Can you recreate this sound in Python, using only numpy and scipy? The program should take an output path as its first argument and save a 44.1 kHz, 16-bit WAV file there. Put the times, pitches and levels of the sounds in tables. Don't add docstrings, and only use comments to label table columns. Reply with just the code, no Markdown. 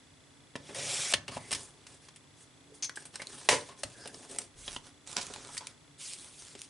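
import sys
import numpy as np
from scipy import signal
from scipy.fft import rfft, irfft
from scipy.io import wavfile
from scipy.ndimage import uniform_filter1d

SR = 44100
rng = np.random.default_rng(int(sys.argv[2]) if len(sys.argv) > 2 else 0)


def dump(signal):
    limited = np.clip(np.atleast_2d(signal).T, -1, 1)
    pcm = np.round(limited * 32767).astype(np.int16)
    wavfile.write(sys.argv[1], SR, pcm)


N = 295029
TIME, FREQS = np.arange(N) / SR, np.fft.rfftfreq(N, 1 / SR)


def amp(db):
    return 10 ** (np.asarray(db) / 20)


def unit(x):
    return x / np.sqrt(np.mean(x ** 2) + 1e-20)


def read(points, hz):
    row_hz, value = np.transpose(points)
    return np.interp(np.log(hz + 1), np.log(row_hz + 1), value)


def add(mix, start_s, sound):
    part = mix[:, round(start_s * SR):][:, :sound.shape[1]]
    part += sound[:, :part.shape[1]]


def resonances(rings, hz):
    return 1 + sum(amp(db) ** 2 / (1 + (2 * (hz - f) / width) ** 2) for f, width, db in rings)


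def coloured(x, colour, rings=()):
    return unit(irfft(rfft(x) * amp(read(colour, FREQS)) * np.sqrt(resonances(rings, FREQS)), N))


def impulse_response(gain):
    log_gain = np.log(np.maximum(np.r_[gain, gain[-2:0:-1]], 1e-6))
    return np.fft.ifft(np.exp(np.conj(signal.hilbert(log_gain)))).real


def wander(rate_hz):
    return unit(irfft(rfft(rng.standard_normal(N)) * np.exp(-(FREQS / rate_hz) ** 2), N))


def swell(start, length, attack_s, release_s):
    rise = np.clip((TIME - start) / attack_s, 0, 1)
    return rise * np.exp(-np.clip((TIME - start - length) / release_s, 0, 20))


def spread(mid, side, side_db):
    bass = signal.sosfilt(signal.butter(1, 600, fs=SR, output="sos"), side)
    side = amp(side_db) * (side - bass / 2)
    return np.array([mid + side, mid - side])


def stereo_noise(side_db):
    return spread(*rng.standard_normal((2, N)), side_db)


def panned(x, pan_db):
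    return x * amp(np.array([[.5], [-.5]]) * pan_db)


def friction(grains_per_s, grain_db, hiss_gain, uneven_db, side_db):
    sizes = amp(grain_db * np.minimum(rng.exponential(1, N), 5)) * rng.choice([-1, 1], N)
    snaps = unit(sizes * (rng.random(N) < grains_per_s / SR))
    rub = (snaps + hiss_gain * rng.standard_normal(N)) * amp(uneven_db * wander(rate_hz=51))
    return spread(unit(rub), rng.standard_normal(N), side_db)


def scuffed(x, patchy_db, size=9):
    bands = signal.stft(x, nperseg=512, noverlap=384)[2]
    chance = rng.standard_normal(bands.shape[1:])
    patches = unit(uniform_filter1d(uniform_filter1d(chance, size, 0), size, 1))
    return signal.istft(bands * amp(patchy_db * patches), nperseg=512, noverlap=384)[1][:, :N]


def registers(sound, split_hz):
    above_body, above_hiss = (1 / (1 + (hz / (FREQS + 1)) ** 10) for hz in (split_hz, 6000))
    bands = 1 - above_body, above_body - above_hiss, above_hiss
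    return [unit(irfft(rfft(sound) * band, N)) for band in bands]


def stroke(sound, moves, split_hz, attack_s, release_s):
    body, hiss, treble = registers(sound, split_hz)
    swells = np.array([amp(db) * swell(start, length, attack_s, release_s)
                       for start, length, db, _, _ in moves])
    treble_gain, body_gain = amp(np.array(moves)[:, 3:]).T
    return hiss * swells.sum(0) + treble * (treble_gain @ swells) + body * (body_gain @ swells)


def blows(rows, colour, rings, extra_width_hz, crack, rise_s, side_db, size=4096):
    out = np.zeros((2, N))
    hz, t = np.fft.rfftfreq(size, 1 / SR), np.arange(2 * size) / SR
    octaves = np.log2(np.maximum(hz, 250) / 1000)
    bass_cut = hz ** 2 / (hz ** 2 + 65 ** 2)
    for start, decay, db, brightness, ring_hz, ring_db in rows:
        favoured = (ring_hz, extra_width_hz + 0.094 * ring_hz, ring_db)
        ringing = np.sqrt(resonances([*rings, favoured], hz))
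        gain = unit(ringing * amp(read(colour, hz) + brightness * octaves) * bass_cut)
        fade = np.exp(-t / decay) * (1 - np.exp(-t / rise_s))
        force, side = rng.standard_normal((2, len(t))) * fade
        force[round(rise_s * SR)] += crack
        force *= np.sqrt(decay * SR / 2) / np.linalg.norm(force)
        blow = signal.fftconvolve(spread(force, side, side_db), impulse_response(gain)[None], axes=1)
        add(out, start, amp(db) * blow)
    return out


def room_air():
    # frequency in Hz, level in dB.
    colour = [(20, -35), (50, -6.5), (100, 2.5), (180, -8), (300, -3.5), (420, -4.5), (600, -9),
              (1000, -10.5), (2000, -13), (4000, -15), (8000, -17.5), (11000, -19)]
    # pitch in Hz, width in Hz, height in dB.
    drone = [(149, 22, 11), (254.3, 11, 8.5), (287.4, 3.6, 13)]
    return amp(-59) * coloured(stereo_noise(side_db=-3), colour, drone)


def camera_ticks():
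    # pitch in Hz, time to fade in seconds, peak level in dB.
    tones = [(3440, 0.0023, -59), (2050, 0.0023, -66.5), (3970, 0.0077, -75), (7800, 0.02, -74)]
    period_s = 1001 / 30000
    t = (TIME - .0398 + period_s / 2) % period_s - period_s / 2
    return sum(amp(db) * np.exp(-(t / fade) ** 2) * np.cos(2 * np.pi * hz * t) for hz, fade, db in tones)


def room_echo(x, size=22050):
    # frequency in Hz, seconds to fade by 60 dB.
    fade_times = [(150, 0.43), (500, 0.3), (1500, .26), (3000, 0.17), (6000, 0.2), (10000, 0.14)]
    taps = rng.standard_normal((2, size)) * (rng.random((2, size)) < 4000 / SR)
    taps = spread(*taps, side_db=-6) * (np.arange(size) / SR > .004)
    hz, t, bands = signal.stft(taps, SR, nperseg=256)
    tail = signal.istft(bands * amp(-60 * t / read(fade_times, hz)[:, None]), SR, nperseg=256)[1]
    return signal.fftconvolve(x, tail / np.linalg.norm(tail[0]), axes=1)[:, :N]


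def trimmer_rumble():
    # start in seconds, length in seconds, level in dB.
    timing = (4.54, 0.25, -57.5)
    # frequency in Hz, level in dB.
    colour = [(15, -19), (35, 2), (60, -12), (130, -11.5), (250, -38), (1000, -100)]
    start, length, db = timing
    rumble = coloured(stereo_noise(side_db=-20), colour)
    lumpy_gain = amp(db + 1.6 * wander(rate_hz=15))
    return lumpy_gain * rumble * swell(start, length, attack_s=0.017, release_s=0.028)


def table_thuds():
    # start in seconds, level in dB.
    pushes = [(1.14, -43), (1.285, -49), (1.36, -44.5), (1.525, -44.5), (3.503, -39), (3.845, -48.5),
              (5.169, -52)]
    # frequency in Hz, level in dB.
    colour = [(30, -29), (70, -3), (110, 3), (150, 2.5), (210, -9), (300, -4), (600, -33), (2000, -63)]
    rise_s, decay_s = 0.0013, 0.036
    starts, levels_db = np.transpose(pushes)
    age = np.maximum(TIME - starts[:, None], 0)
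    loudness = amp(levels_db) @ (np.exp(-age / decay_s) * (1 - np.exp(-age / rise_s)))
    return loudness * coloured(stereo_noise(side_db=-16), colour)


def trimmer_drags():
    # start and length in seconds, hiss level in dB, treble and body in dB above the hiss.
    moves = [(1.304, 0.064, -50.5, -0.5, -17), (1.392, 0.19, -59, 2.5, -2), (1.555, 0.11, -63, 11.5, -1.5),
             (1.67, 0.21, -69.5, -3, -1), (1.863, 0.087, -62, 2, -3), (2.005, .05, -61, 1, -7),
             (2.36, 0.076, -68.5, 8, -14), (2.734, 0.019, -62, 10, -1), (2.984, 0.028, -55, 2, -4),
             (3.119, 0.14, -59.5, 0.5, -3), (3.275, 0.187, -55.5, 2.5, -6), (3.58, 0.12, -58, 1.5, -5.5),
             (3.763, 0.19, -62.5, 4, -2), (3.964, 0.14, -61.5, 3.5, 6), (4.12, 0.14, -60, 4.5, 2.5),
             (4.283, 0.15, -56.5, 5.5, 2.5)]
    # frequency in Hz, level in dB.
    colour = [(60, -3), (130, 3.5), (200, 5.5), (350, 6), (470, 2), (700, 3.5), (1200, -2), (1700, -7.5),
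              (2800, -1), (5200, -0.5), (7000, -2.5), (9500, 1), (11000, -10)]
    # pitch in Hz, width in Hz, height in dB.
    rings = [(412, 130, 5), (1710, 200, 8), (4900, 330, -18.5)]
    rub = friction(grains_per_s=900, grain_db=7.9, hiss_gain=2.9, uneven_db=1.86, side_db=-16.5)
    rub = coloured(scuffed(rub, patchy_db=1.8), colour, rings)
    return stroke(rub, moves, split_hz=870, attack_s=0.021, release_s=0.023)


def edge_scrapes():
    # start in seconds, length in seconds, level in dB, pitch in Hz.
    scrapes = [(1.37, 0.095, -58.5, 2060), (2.693, 0.032, -56.5, 450), (3.048, 0.012, -53.5, 9000),
               (3.93, 0.17, -59, 1620), (3.99, 0.066, -55.5, 5050)]
    spectrum = rfft(stereo_noise(side_db=-13))
    out = np.zeros((2, N))
    for start, length, db, hz in scrapes:
        note = unit(irfft(spectrum / (1 + ((FREQS - hz) / (0.087 * hz)) ** 2), N))
        out += amp(db) * note * swell(start, length, attack_s=0.021, release_s=0.023)
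    return out


def plastic_squeak():
    # start in seconds, length in seconds, level in dB.
    squeaks = [(2.8234, 0.0098, -30.5), (2.842, 0.0094, -39)]
    # frequency in Hz, level in dB.
    colour = [(200, -22), (800, -12.5), (2000, -7), (4000, 1), (6000, 2.5), (7500, -7), (9000, -3),
              (11000, -24)]
    # pitch in Hz, width in Hz, height in dB.
    rings = [(5760, 300, 5.5), (6300, 400, 15), (6600, 500, 5.1)]
    slips = friction(grains_per_s=1500, grain_db=2.1, hiss_gain=1, uneven_db=1.5, side_db=-16)
    grip = sum(amp(db) * swell(start, length, attack_s=.002, release_s=0.013)
               for start, length, db in squeaks)
    return panned(coloured(slips, colour, rings) * grip, pan_db=2)


def print_slides():
    # start and length in seconds, hiss level in dB, treble and body in dB above the hiss.
    moves = [(4.552, 0.072, -58, 5, -6.5), (4.622, 0.14, -53.5, 2.5, -7.5), (4.821, .05, -56.5, -1.5, -2.5),
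             (5.053, 0.21, -53.5, 2, -2.5), (5.252, 0.23, -55.5, -1.5, -1), (5.489, 0.07, -55, 6.5, -2),
             (5.597, 0.11, -61, -1, -0.5), (5.978, .16, -49, 3.5, -17), (6.155, 0.13, -57, 4, -5),
             (6.289, 0.11, -62.5, 4.5, -21), (6.361, 0.17, -59, 3, -8), (6.551, 0.1, -59, 2, -11)]
    # frequency in Hz, level in dB.
    colour = [(60, -2), (150, -1), (300, 2.5), (600, 0), (950, -1.5), (1400, 1), (2200, -2.5), (3300, 0),
              (5000, 1), (7000, 7.5), (9500, 11), (11000, 1.5)]
    rub = friction(grains_per_s=700, grain_db=8.1, hiss_gain=2.8, uneven_db=0.57, side_db=-18)
    rub = coloured(scuffed(rub, patchy_db=2.2), colour)
    return stroke(rub, moves, split_hz=2000, attack_s=0.045, release_s=0.022)


def print_taps():
    # start and decay in seconds, level in dB, brightness in dB per octave,
    # favoured ring in Hz, its height in dB.
    taps = [(4.679, .0052, -31, -2.5, 3330, 17.5), (4.763, 0.0038, -30, -3, 3100, 18),
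            (5.0735, 0.0067, -40.5, -0.5, 7250, 14), (5.0911, 0.0052, -48.5, -6, 7990, 7),
            (5.1147, .0018, -37, 1, 7490, 8), (5.1287, .003, -36, 3, 7720, 6),
            (5.1643, .011, -32.5, -2, 5200, 2), (5.1672, 0.0016, -19, 0.5, 5060, 4),
            (5.177, 0.019, -32.5, -2.5, 5300, 4), (5.2128, 0.01, -33.5, 2, 4570, 7),
            (5.228, .0039, -36, 2.5, 5000, 1), (5.2672, 0.0021, -34.5, 3, 7070, 2),
            (5.299, 0.017, -42.5, -5.5, 473, 19), (5.3369, 0.0068, -36, -0.5, 4300, 9),
            (5.3607, 0.0022, -35, -1.5, 920, 16), (5.4876, 0.0084, -41, -1, 910, 23),
            (5.5688, 0.0057, -34.5, 3, 1970, 19), (5.5778, 0.0042, -26, 4, 4800, 8.5),
            (5.6073, 0.016, -44.5, -2, 1010, 18), (5.6699, .0022, -27.5, 4.5, 2520, 13),
            (6.5516, 0.0054, -39.5, -2, 354, 18), (6.6176, .0009, -22, 7.5, 9400, 0)]
    # frequency in Hz, level in dB.
    colour = [(60, -16), (150, -9), (300, -12.5), (600, -8), (2000, -9), (4200, -6.5), (8000, -5.5),
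              (11000, -13)]
    # pitch in Hz, width in Hz, height in dB.
    rings = [(995, 39, 8.6), (2350, 370, 3.4), (3440, 830, 3.7), (4980, 170, 0.67)]
    return blows(taps, colour, rings, extra_width_hz=78, crack=2.4, rise_s=0.00036, side_db=-10.5)


def bed_knocks():
    # start and decay in seconds, level in dB, brightness in dB per octave,
    # favoured ring in Hz, its height in dB.
    knocks = [(0.5547, 0.0049, -29.5, -5, 620, 2), (0.5603, 0.0027, -34.5, 2, 3440, 12),
              (0.6893, 0.02, -41, -4.5, 440, 9), (0.7288, 0.0067, -46, -5, 200, -9),
              (0.746, 0.032, -39, 0, 9200, 12), (1.1252, 0.0012, -23, 0, 650, 15),
              (1.1372, 0.0048, -13, 0.26, 3420, 11.5), (1.2799, 0.0099, -34.5, 0, 2840, 10),
              (1.2873, 0.013, -42.5, -3, 565, 11), (1.316, 0.042, -46, -2, 1140, 11),
              (1.3669, 0.0069, -30.5, -6, 960, 17), (1.5085, 0.0036, -31, 1, 8410, 10),
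              (1.5153, 0.0069, -26.5, 0.5, 8440, 15), (1.527, 0.0042, -19.5, 4.5, 2140, 12.5),
              (1.5326, 0.0048, -24.5, 3.5, 5200, 9), (1.5477, 0.01, -27.5, 3, 4970, -2),
              (1.8673, 0.0062, -42, 2.5, 6440, 3), (2.0858, 0.0051, -44.5, 0, 6940, 4),
              (2.1602, 0.0079, -45, 3, 9400, 8), (2.844, .005, -31, 6.5, 9200, 5),
              (2.8947, 0.0027, -30, 1, 1620, 19), (2.9573, 0.016, -37, 6.5, 8200, 14),
              (2.9722, 0.0052, -37, -3.5, 1650, 21), (3.0537, 0.012, -42.5, -1.5, 9000, 30),
              (3.1394, .014, -47.5, -1, 8400, 1), (3.1564, 0.003, -26, 5.5, 1570, 17),
              (3.1963, 0.012, -40, -4, 2070, 21), (3.2185, 0.0066, -33.5, 0.5, 2050, 9),
              (3.2701, .0013, -26, 7, 4240, 18), (3.688, 0.032, -47, -2, 1070, 11),
              (3.8335, 0.0042, -22.5, 3.5, 645, 20), (4.0564, 0.0062, -37, 0, 586, 19),
              (4.0742, 0.0053, -35, 3.5, 9800, 10), (4.1441, 0.0037, -40, -3.5, 5230, 18),
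              (4.3114, .009, -38.5, 5.5, 8230, 14), (4.3856, 0.0036, -24, 2.5, 8230, 21),
              (4.4163, 0.0054, -38.5, 4, 9180, 8)]
    # frequency in Hz, level in dB.
    colour = [(60, -16), (150, -4), (300, -3.5), (600, -2), (2000, -5), (4200, -4), (8000, -11),
              (11000, -11.5)]
    # pitch in Hz, width in Hz, height in dB.
    rings = [(636, 74, 3), (1010, 24, -1), (1280, 38, 2), (1760, 110, 4.5), (2090, 97, 2), (2790, 180, 6),
             (3180, 220, 2), (5340, 680, 1), (8640, 540, 6)]
    return blows(knocks, colour, rings, extra_width_hz=35, crack=2.6, rise_s=0.00048, side_db=-14)


def bed_boom():
    # pitch in Hz, level in dB, seconds to fade by 60 dB.
    notes = [(300, -55, 0.14), (461, -30.5, 0.16), (511, -23.5, 0.1), (606, -40, 0.13), (780, -42, 0.17),
             (1000, -29, 0.12)]
    start_s, rise_s = 3.524, 0.0034
    t = np.maximum(TIME - start_s, 0)
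    boom = sum(amp(db - 60 * t / fade) * np.sin(2 * np.pi * (hz * t + rng.random()))
               for hz, db, fade in notes)
    return panned(boom * (1 - np.exp(-t / rise_s)), pan_db=-1.2)


def rail_slam():
    # start and decay in seconds, level in dB, brightness in dB per octave,
    # favoured ring in Hz, its height in dB.
    bounces = [(3.4887, .0075, -12.5, -1, 2670, 4), (3.4982, 0.031, -24.5, 0, 990, 1),
               (3.5112, 0.027, -24, -1.5, 2010, 0), (3.5259, 0.011, -24.5, -3, 500, 3),
               (3.5398, 0.031, -31, -1, 480, 3), (3.6106, 0.0051, -41, -3, 3940, 10)]
    # frequency in Hz, level in dB.
    colour = [(60, -20), (150, -13), (300, -10.5), (600, -6), (1200, -5), (2000, 0.5), (4200, 0),
              (8000, -1), (11000, -7)]
    # pitch in Hz, width in Hz, height in dB.
    rings = [(285, 13, 8.6), (443, 28, 11.6), (500, 51, 14), (588, 30, 16), (840, 38, 7.3), (960, 78, 13.3),
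             (1070, 15, 7.5), (1760, 16, 3.8), (1890, 150, 3), (2140, 53, 5.2), (2900, 45, 5.7),
             (3000, 44, 2.7), (4930, 28, 1.8), (5990, 100, 5.4), (8950, 240, 7)]
    return blows(bounces, colour, rings, extra_width_hz=60, crack=5, rise_s=.0002, side_db=-13)


def blade_cut():
    # time in seconds, share of full speed.
    run = [(.57, .12), (.63, 0.14), (.69, 0.44), (.76, 0.37), (.83, 0.57), (.93, 0.86), (1.03, 0.88),
           (1.09, 0.71), (1.13, .85)]
    # frequency in Hz, level in dB.
    colour = [(35, -28), (60, -10), (90, -7), (150, 6), (220, -9.5), (330, -6.5), (530, -1.5), (1040, -8),
              (2240, -1.5), (4600, -2), (6000, -3.5), (8500, -1), (11000, -7.5)]
    # pitch in Hz, width in Hz, height in dB.
    rings = [(576, 530, 3.4), (2360, 260, 1.9), (3400, 450, 4.7), (5540, 720, 5.6)]
    tear = friction(grains_per_s=7000, grain_db=1.3, hiss_gain=0.55, uneven_db=0.26, side_db=-37)
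    tear = coloured(scuffed(tear, patchy_db=2.5, size=5), colour, rings)
    body, hiss, treble = registers(tear, split_hz=720)
    speed = np.interp(TIME, *np.transpose(run), left=0, right=0)
    in_paper = swell(start=.748, length=.378, attack_s=0.015, release_s=.004)
    load = np.maximum(in_paper, amp(-13))
    damped_from_s, damping_db_per_s = 0.86, 39
    body_db = -47 - damping_db_per_s * np.maximum(TIME - damped_from_s, 0)
    return load * (amp(-38.5) * hiss * speed ** 0.75
                   + amp(-34) * treble * speed ** 1.22
                   + amp(body_db) * body * speed ** 0.23)


def scene():
    # time in seconds, pan in dB.
    print_path = [(4.7, -1.5), (5.15, -3.5), (5.4, -1.5), (5.6, -0.5), (6.6, 0)]
    pan_db = np.interp(TIME, *np.transpose(print_path))
    hits = bed_knocks() + rail_slam() + panned(print_taps(), pan_db) + bed_boom() + table_thuds()
    rubs = blade_cut() + trimmer_drags() + edge_scrapes()
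    rubs += panned(print_slides(), pan_db) + plastic_squeak()
    echo = room_echo(amp(-10.5) * hits + amp(-10) * rubs)
    return hits + rubs + echo + room_air() + trimmer_rumble() + camera_ticks()


def record(dry):
    cutoff_hz = 11120
    low_pass = signal.firwin(401, cutoff_hz, window=("kaiser", 8), fs=SR)
    return signal.oaconvolve(dry, low_pass[None], "same")


dry = scene()
out = record(dry)
dump(out)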